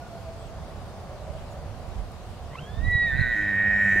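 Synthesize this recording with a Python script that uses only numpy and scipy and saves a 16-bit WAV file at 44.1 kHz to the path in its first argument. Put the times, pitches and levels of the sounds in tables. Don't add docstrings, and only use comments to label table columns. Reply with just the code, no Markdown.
import sys
import numpy as np
from scipy import signal
from scipy.fft import rfft, irfft, next_fast_len
from scipy.io import wavfile
from scipy.ndimage import uniform_filter1d, map_coordinates

SR = 44100
rng = np.random.default_rng(int(sys.argv[2]) if len(sys.argv) > 2 else 0)


def persist_wave(psi):
    counts = np.round(np.clip(psi, -1, 1) * 32767).astype(np.int16)
    wavfile.write(sys.argv[1], SR, np.atleast_2d(counts).T)


def field_ratio(decibels):
    return 10 ** (np.asarray(decibels, dtype=float) / 20)


N = 176400
T = np.arange(N) / SR

# freq_hz, density_db
HUM_SPECTRUM = [(35, -39.5), (60, -1), (200, -13), (252, -18), (290, -21), (752, -14), (826, -20),
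                (1180, -23), (2500, -41), (3250, -71.5), (5500, -120)]
# time_s, level_db
HUM_SWELL = [(0.0, -47), (1.04, -45), (1.1, -45), (1.79, -47.5), (3.99, -43), (4.0, -42.5)]
# freq_hz, likeness_0_1
HUM_LIKENESS = [(60, .6), (300, .88), (800, .87), (2000, .7)]
# freq_hz, density_db
HISS_SPECTRUM = [(880, -56), (1500, -5.5), (2730, -4), (4730, -7), (5870, -10.5), (8200, -13.5),
                 (15700, -25)]
# time_s, strength_db
WIND_STRENGTH = [(0.0, -62.5), (0.51, -52), (0.96, -60.5), (1.98, -45.5), (2.22, -58), (2.48, -48),
                 (2.68, -57), (2.81, -38), (3.06, -33), (3.1, -42), (3.21, -20.5), (3.25, -37.5),
                 (3.51, -59.5), (4.0, -52)]
# freq_hz, density_db
BUFFET_SPECTRUM = [(15, -9), (40, 2), (100, -4.5), (200, -18.5), (400, -31), (800, -70)]
# time_s, level_db, pitch_hz
THUMPS = [(1.3, -22, 98), (1.957, -23.5, 103), (2.797, -37, 105.7), (2.879, -41, 105.4), (2.949, -12.5, 96),
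          (3.04, -27, 106), (3.06, -24, 103.4), (3.129, -21, 104), (3.149, -15.5, 100.7),
          (3.189, -9.5, 103), (3.209, -9.5, 109)]
# freq_hz, density_db
GRASS_SPECTRUM = [(2500, -29), (5000, -16.5), (7500, 0.5), (12000, -1), (16000, -19)]
# centre_s, spread_s, level_db
RUSTLES = [(.2, .03, -72), (.72, .03, -71), (1.01, .008, -69), (1.335, .006, -71), (1.53, .025, -69),
           (1.88, .02, -71), (2.12, .004, -66), (2.3, .04, -71), (2.635, .005, -68), (2.912, .0015, -52)]
# start_s, length_s, pitch_hz, level_db
PEEPS = [(0.385, 0.095, 8050, -64), (.47, .05, 6560, -71), (1.5, 0.043, 6870, -62)]
# time_s, pitch_hz, level_db
FAR_TONE = [(0, 705, -41), (.06, 685, -58), (.15, 668, -44), (.21, 665, -57), (.29, 663, -44),
            (.42, 665, -50.5), (.5, 660, -47), (.63, 655, -55.5), (.75, 650, -57)]
# start_s, length_s, start_hz, end_hz, level_db
FAR_CALLS = [
    (0, .1, 1450, 1450, -56),
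    (.14, 0.066, 1434, 1426, -59),
    (.59, 0.074, 1460, 1430, -59),
    (1.04, 0.15, 539, 639, -45),
    (1.16, 0.24, 540, 625, -44),
    (1.44, 0.3, 572.5, 521, -51),
]
# start_s, length_s, start_hz, end_hz, level_db
GRUNT = [
    (2.5, .14, 135.4, 156.6, -40),
    (2.62, 0.25, 192.7, 177.5, -52.5),
]
# time_s, pitch_hz, level_db, octave_db, fold_flutter_0_1
WHISTLE_RISE = [(2.501, 892, -64, -69, 0.5), (2.535, 990, -57, -52.5, 0.65), (2.557, 1107, -44, -53, 0.39),
                (2.568, 1269, -48.5, -54, 0.4), (2.59, 1344, -54.5, -46, 0.5),
                (2.601, 1531, -55, -58.5, 0.4), (2.641, 1595, -65.5, -53, 0.3),
                (2.69, 1686, -49.5, -57.5, 0.2), (2.729, 1745, -62, -59, 0.08),
                (2.785, 1810, -51.5, -56.5, 0), (2.829, 1890, -45, -70, 0), (2.85, 1930, -38, -48, 0),
                (2.876, 1955, -30, -58, 0.01), (2.909, 1950, -25, -58, 0), (2.931, 1939, -23, -41.5, 0),
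                (2.97, 1929, -22.5, -42.5, 0.03), (3.058, 1904, -23.5, -43, 0),
                (3.123, 1785, -30.5, -54, 0.23)]
# time_s, pitch_hz
WHISTLE_HELD = [(3.155, 1793), (3.2, 1925), (3.3, 1833), (3.35, 1788), (3.41, 1806), (3.53, 1735),
                (3.6, 1770), (3.85, 1785), (3.95, 1816)]
# time_s, fold_pitch_hz, chopped_whistle_db, its_octave_db, chest_db, third_overtone_db
ROAR = [(3.05, 132.8, -55, -50, -74, -73), (3.13, 132.7, -32.5, -59.5, -63, -80.5),
        (3.2, 130.5, -26, -53, -46.5, -76), (3.31, 116.5, -25.5, -54, -51, -60),
        (3.37, 103.5, -25, -59.5, -52, -39.5), (3.47, 101.2, -26, -66, -41, -43),
        (3.62, 99.2, -22, -73.5, -39, -50), (3.8, 99.95, -21.5, -80, -38.5, -57),
        (4, 98, -20, -75.5, -33.5, -66)]
# centre_hz, width_hz, level_db
TRACT_ONSET = [(1510, 62, -5), (1618, 33, -7.5), (1804, 130, -10), (1905, 125, 0.5), (2340, 170, -26),
               (2495, 200, -31.5), (3180, 130, -39.5)]
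# centre_hz, width_hz, level_db
TRACT_STRETCHED = [(1297, 42, -26), (1497, 58, -13), (1650, 140, -18.5), (1844, 117, 4), (2269, 280, -17),
                   (2543, 210, -28), (3150, 130, -34)]
# fold_pitch_multiple, level_db
CHEST = [(1, 1), (2, 2.5), (4, -19.5), (6, -12.5), (7, -29)]
# centre_hz, width_hz, level_db
BREATH_TRACT = [(1840, 220, 2), (2270, 240, 0), (2540, 240, -5), (3150, 160, -17), (6800, 2400, -25),
                (9500, 2400, -30)]
# time_s, level_db
BREATH_LEVEL = [(3.05, -47.5), (3.08, -45.5), (3.13, -54), (3.2, -45.5), (3.25, -48.5), (3.31, -50.5),
                (3.37, -44), (3.47, -49), (3.65, -51.5), (3.8, -44.5), (4, -39.5)]
# start_s, length_s, start_hz, end_hz, level_db
RASP = [(2.8, .35, 2500, 2450, -63), (3.05, .04, 2300, 2300, -49), (3.197, .024, 4250, 4050, -45),
        (3.165, .04, 3950, 4000, -51), (3.197, .024, 2250, 2150, -40), (3.25, 1, 3130, 3130, -60),
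        (3.35, 1, 3800, 3800, -60), (3.3, .3, 5050, 5150, -66), (3.3, .2, 6300, 6500, -66),
        (3.6, .35, 5300, 5650, -65), (3.8, .5, 5900, 6250, -60), (3.7, .6, 7350, 7550, -63)]
# time_s, level_db, pitch_hz
HOOF = [(3.955, -28.5, 341.3)]


def unit(x):
    return x / np.sqrt(np.mean(x ** 2) + 1e-20)


def along(points, hz):
    f, v = np.transpose(points)
    return np.interp(np.log(hz + 1), np.log(f + 1), v)


def curves(rows):
    s, *cols = np.transpose(rows)
    return [np.interp(T, s, c) for c in cols]


def wobble(rate_hz):
    knots = rng.standard_normal(int(N * rate_hz / SR) + 4)
    return map_coordinates(knots, [T * rate_hz])


def arch(start_s, length_s, edge_s):
    to_edge_s = np.minimum(T - start_s, start_s + length_s - T)
    return np.sin(np.pi / 2 * np.clip(to_edge_s / edge_s, 0, 1)) ** 2


def phase(hz):
    return 2 * np.pi * np.cumsum(hz) / SR


def filtered(x, response):
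    m, tail = next_fast_len(N + SR // 2), SR // 16
    mirror = x[..., ::-1][..., :tail] * np.linspace(1, 0, tail)
    x = np.concatenate([x, mirror], axis=-1)
    return irfft(rfft(x, m) * response(np.fft.rfftfreq(m, 1 / SR)), m)[..., :N]


def resonances(rows):
    def response(f):
        return sum((-1) ** k * field_ratio(db) * 1j * f * w / (c * c - f * f + 1j * f * w)
                   for k, (c, w, db) in enumerate(rows))
    return response


def throat(rows):
    skirt_power = 2.4
    return lambda f: sum(field_ratio(db) * np.abs(resonances([(c, w, 0)])(f)) ** skirt_power for c, w, db in rows)


def rush(spectrum, alike, patchy_db):
    z = signal.stft(rng.standard_normal((2, N)), nperseg=512)[2]
    patches = uniform_filter1d(rng.standard_normal(z.shape[1:]), 6, 0)
    patches = unit(uniform_filter1d(patches, 14, 1))
    pair = signal.istft(z * field_ratio(patchy_db * patches), nperseg=512)[1][:, :N]

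    def mid_side(hz):
        turn = np.arccos(np.clip(along(alike, hz), -1, 1)) / 2
        return field_ratio(along(spectrum, hz)) * [np.cos(turn), np.sin(turn)]
    mid, side = filtered(pair, mid_side)
    return unit(np.array([mid + side, mid - side]))


def bands(rows, edge_s, width_hz, waver_hz):
    out = np.zeros(N)
    for s, length, hz0, hz1, db in rows:
        turn = phase(np.interp(T, [s, s + length], [hz0, hz1]) + waver_hz * wobble(8))
        noise = wobble(width_hz) * np.sin(turn) + wobble(width_hz) * np.cos(turn)
        out += field_ratio(db) * arch(s, length, min(edge_s, length / 2)) * noise
    return out


def knocks(rows, cycles):
    out = np.zeros(N)
    for s, db, hz in rows:
        out += field_ratio(db) * np.exp(-2 * ((T - s) * hz / cycles - 1) ** 2) * np.sin(2 * np.pi * hz * (T - s))
    return out


def field():
    swell_db, = curves(HUM_SWELL)
    hum_db = -40 + 0.74 * (swell_db - swell_db.mean()) + 0.91 * wobble(3.6)
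    hum = field_ratio(hum_db) * rush(HUM_SPECTRUM + [(6000, -65)], HUM_LIKENESS, patchy_db=0.0)
    hum = hum * field_ratio([[-1.2], [1.2]])
    hum[1] = np.roll(hum[1], 2)
    hiss = rush([(700, -1.3)] + HISS_SPECTRUM, [(2000, 0.13), (8000, 0.059)], patchy_db=1.48)
    return hum + field_ratio(-57 + 0.3 * wobble(7.7)) * hiss * field_ratio([[4.3], [1.1]])


def wind():
    gust_top_db = -41
    strength_db, = curves(WIND_STRENGTH)
    lumps = rush(BUFFET_SPECTRUM, [(30, 0.6)], patchy_db=2.5)
    lumps = unit(field_ratio(np.array([wobble(42), wobble(22)])) * lumps)
    thumps = -knocks(THUMPS, cycles=0.65)
    left = field_ratio(-45 + 0.39 * (strength_db - strength_db.mean())) * lumps[0] + field_ratio(-34) * thumps
    right = field_ratio(np.minimum(strength_db, gust_top_db) + 13) * lumps[1] + thumps
    return np.array([left, right])


def grass():
    shape = sum(field_ratio(db) * np.exp(-((T - s) / spread) ** 2) for s, spread, db in RUSTLES)
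    grain = field_ratio(3.5 * wobble(298.2))
    return shape * grain * rush(GRASS_SPECTRUM, [(5000, .4)], patchy_db=-3.5) * field_ratio([[2.5], [-1.5]])


def bird():
    out = np.zeros(N)
    for s, length, hz, db in PEEPS:
        tone = np.sin(2 * np.pi * hz * T + .8 * wobble(51.6))
        out += field_ratio(db + 4 * wobble(60)) * arch(s, length, .015) * tone
    return out


def far_herd():
    hz, db = curves(FAR_TONE)
    tone = np.sqrt(2) * field_ratio(db + 2.1 * wobble(34.7)) * arch(-0.91, 2.0, .05)
    tone = tone * np.sin(phase(hz + 7 * wobble(41.6)))
    chirps = bands(FAR_CALLS[:3], .03, 39.8, waver_hz=4.6)
    lows = bands(FAR_CALLS[3:], 0.044, 110, waver_hz=20)
    return tone + chirps + lows


def echo(x):
    t = np.arange(SR // 2) / SR
    tail = rng.standard_normal((2, len(t))) * field_ratio(-60 * t / 1.1) * (t > .006)
    return signal.fftconvolve(x[None], tail / np.linalg.norm(tail[0]), axes=1)[:, :N]


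def clean_whistle(whistle, hz, weak, fold):
    edge_s = 0.049
    start_s, end_s = WHISTLE_RISE[0][0], WHISTLE_RISE[-1][0]
    _, level_db, octave_db, flutter = curves(WHISTLE_RISE)
    crack = .028 * arch(3.02, .05, 0.005) * wobble(260)
    fast = 2 * np.pi * 600 * T
    gate = arch(start_s - edge_s, end_s - start_s + 2 * edge_s, edge_s)
    gate = gate * (1 + flutter * np.cos(fold)) * field_ratio(4 * weak * wobble(120))
    twelfth = 0.38 * np.clip((1400 - hz) / 200, 0, 1) * np.sin(3 * whistle)
    first = np.sin(whistle) + crack * (np.sin(whistle + fast) + 0.19 * np.sin(whistle - fast))
    second = np.sin(2 * whistle) + twelfth + 5 * crack * np.sin(2 * whistle + fast)
    return gate * np.sqrt(2) * (field_ratio(level_db) * first + field_ratio(octave_db) * second)


def chopped_whistle(whistle, fold):
    slope, sweep_rad, blur_rad, shimmer_db = 0.28, .33, .3, 1.2
    blur = {k: blur_rad * max(abs(k - .5) - 1, 0) * (1 if k > 0 else .8) * wobble(70) for k in range(-7, 12)}

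    def comb(turn):
        shimmer = field_ratio(shimmer_db * wobble(90))
        return shimmer * sum((.5 + abs(k - .5)) ** -slope
                             * np.sin(turn + k * fold - sweep_rad * (k - .5) ** 2 + blur[k]) for k in blur)

    lines = comb(whistle)
    stretch = np.clip((T - 3.33) / 0.25, 0, 1)
    core = (1 - stretch) * filtered(lines, throat(TRACT_ONSET))
    core = core + stretch * filtered(lines, throat(TRACT_STRETCHED))
    core = core / np.sqrt(np.abs(uniform_filter1d(core ** 2, size=SR // 16)) + 1e-9)
    octave = filtered(comb(2 * whistle), lambda f: np.abs(resonances([(3850, 380, 0)])(f)) ** 2)
    return core, unit(octave)


def bugle():
    fold_hz, roar_db, roar_octave_db, chest_db, third_db = curves(ROAR)
    hz, = curves([r[:2] for r in WHISTLE_RISE] + WHISTLE_HELD)
    breath_db, = curves(BREATH_LEVEL)
    on = arch(ROAR[0][0], 2, 0.049)
    weak = np.clip((1750 - hz) / 300, .3, 1) * (T < 2.86)
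    hz = hz + 300 * np.exp(-((T - 3.209) / .005) ** 2)
    slip_hz = 17 * np.clip((T - 3.2) / 0.15, .3, 1) * wobble(80)
    jitter_hz = (2.84 + 32 * weak ** 2) * wobble(90)
    whistle = phase(hz + on * (10 * wobble(25) + slip_hz) + jitter_hz)
    fold = phase(fold_hz * (1 + .011 * wobble(30)))

    core, octave = chopped_whistle(whistle, fold)
    chest = sum(field_ratio(db + 1.8 * wobble(30)) * np.sin(k * fold) for k, db in CHEST)
    third = field_ratio(third_db + 1.5 * wobble(25)) * np.sin(3 * fold)
    roar = field_ratio(roar_db) * core + field_ratio(roar_octave_db) * octave + field_ratio(chest_db) * chest + third
    puffs = (1 + 0.56 * np.cos(fold - 1.5)) * rng.standard_normal(N)
    breath = unit(filtered(puffs, throat(BREATH_TRACT)))
    rasp = (1 + .6 * np.cos(fold)) * bands(RASP, .12, 240, waver_hz=20)
    grunt = bands(GRUNT, 0.013, 14, waver_hz=1.95)
    return clean_whistle(whistle, hz, weak, fold) + rasp + grunt + on * (roar + field_ratio(breath_db) * breath)


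def scene():
    background = field() + wind() + grass() + bird() + far_herd() * field_ratio([[-1.2], [1.2]])
    call = bugle() + knocks(HOOF, cycles=1.75)
    near = np.array([call, np.pad(call, (1, 0))[:N]]) * field_ratio([[-1.5], [1.3]])
    return background + near + field_ratio(-16) * echo(call)


def top_cut(x):
    return signal.sosfilt(signal.butter(12, 15820, fs=SR, output="sos"), x)


def record(dry):
    top_hz, fade_s = 15730, .004
    faded = dry * arch(-1, 1 + N / SR, fade_s)
    mix = filtered(faded, lambda hz: hz < top_hz)
    return top_cut(mix)


dry = scene()
out = record(dry)
persist_wave(out)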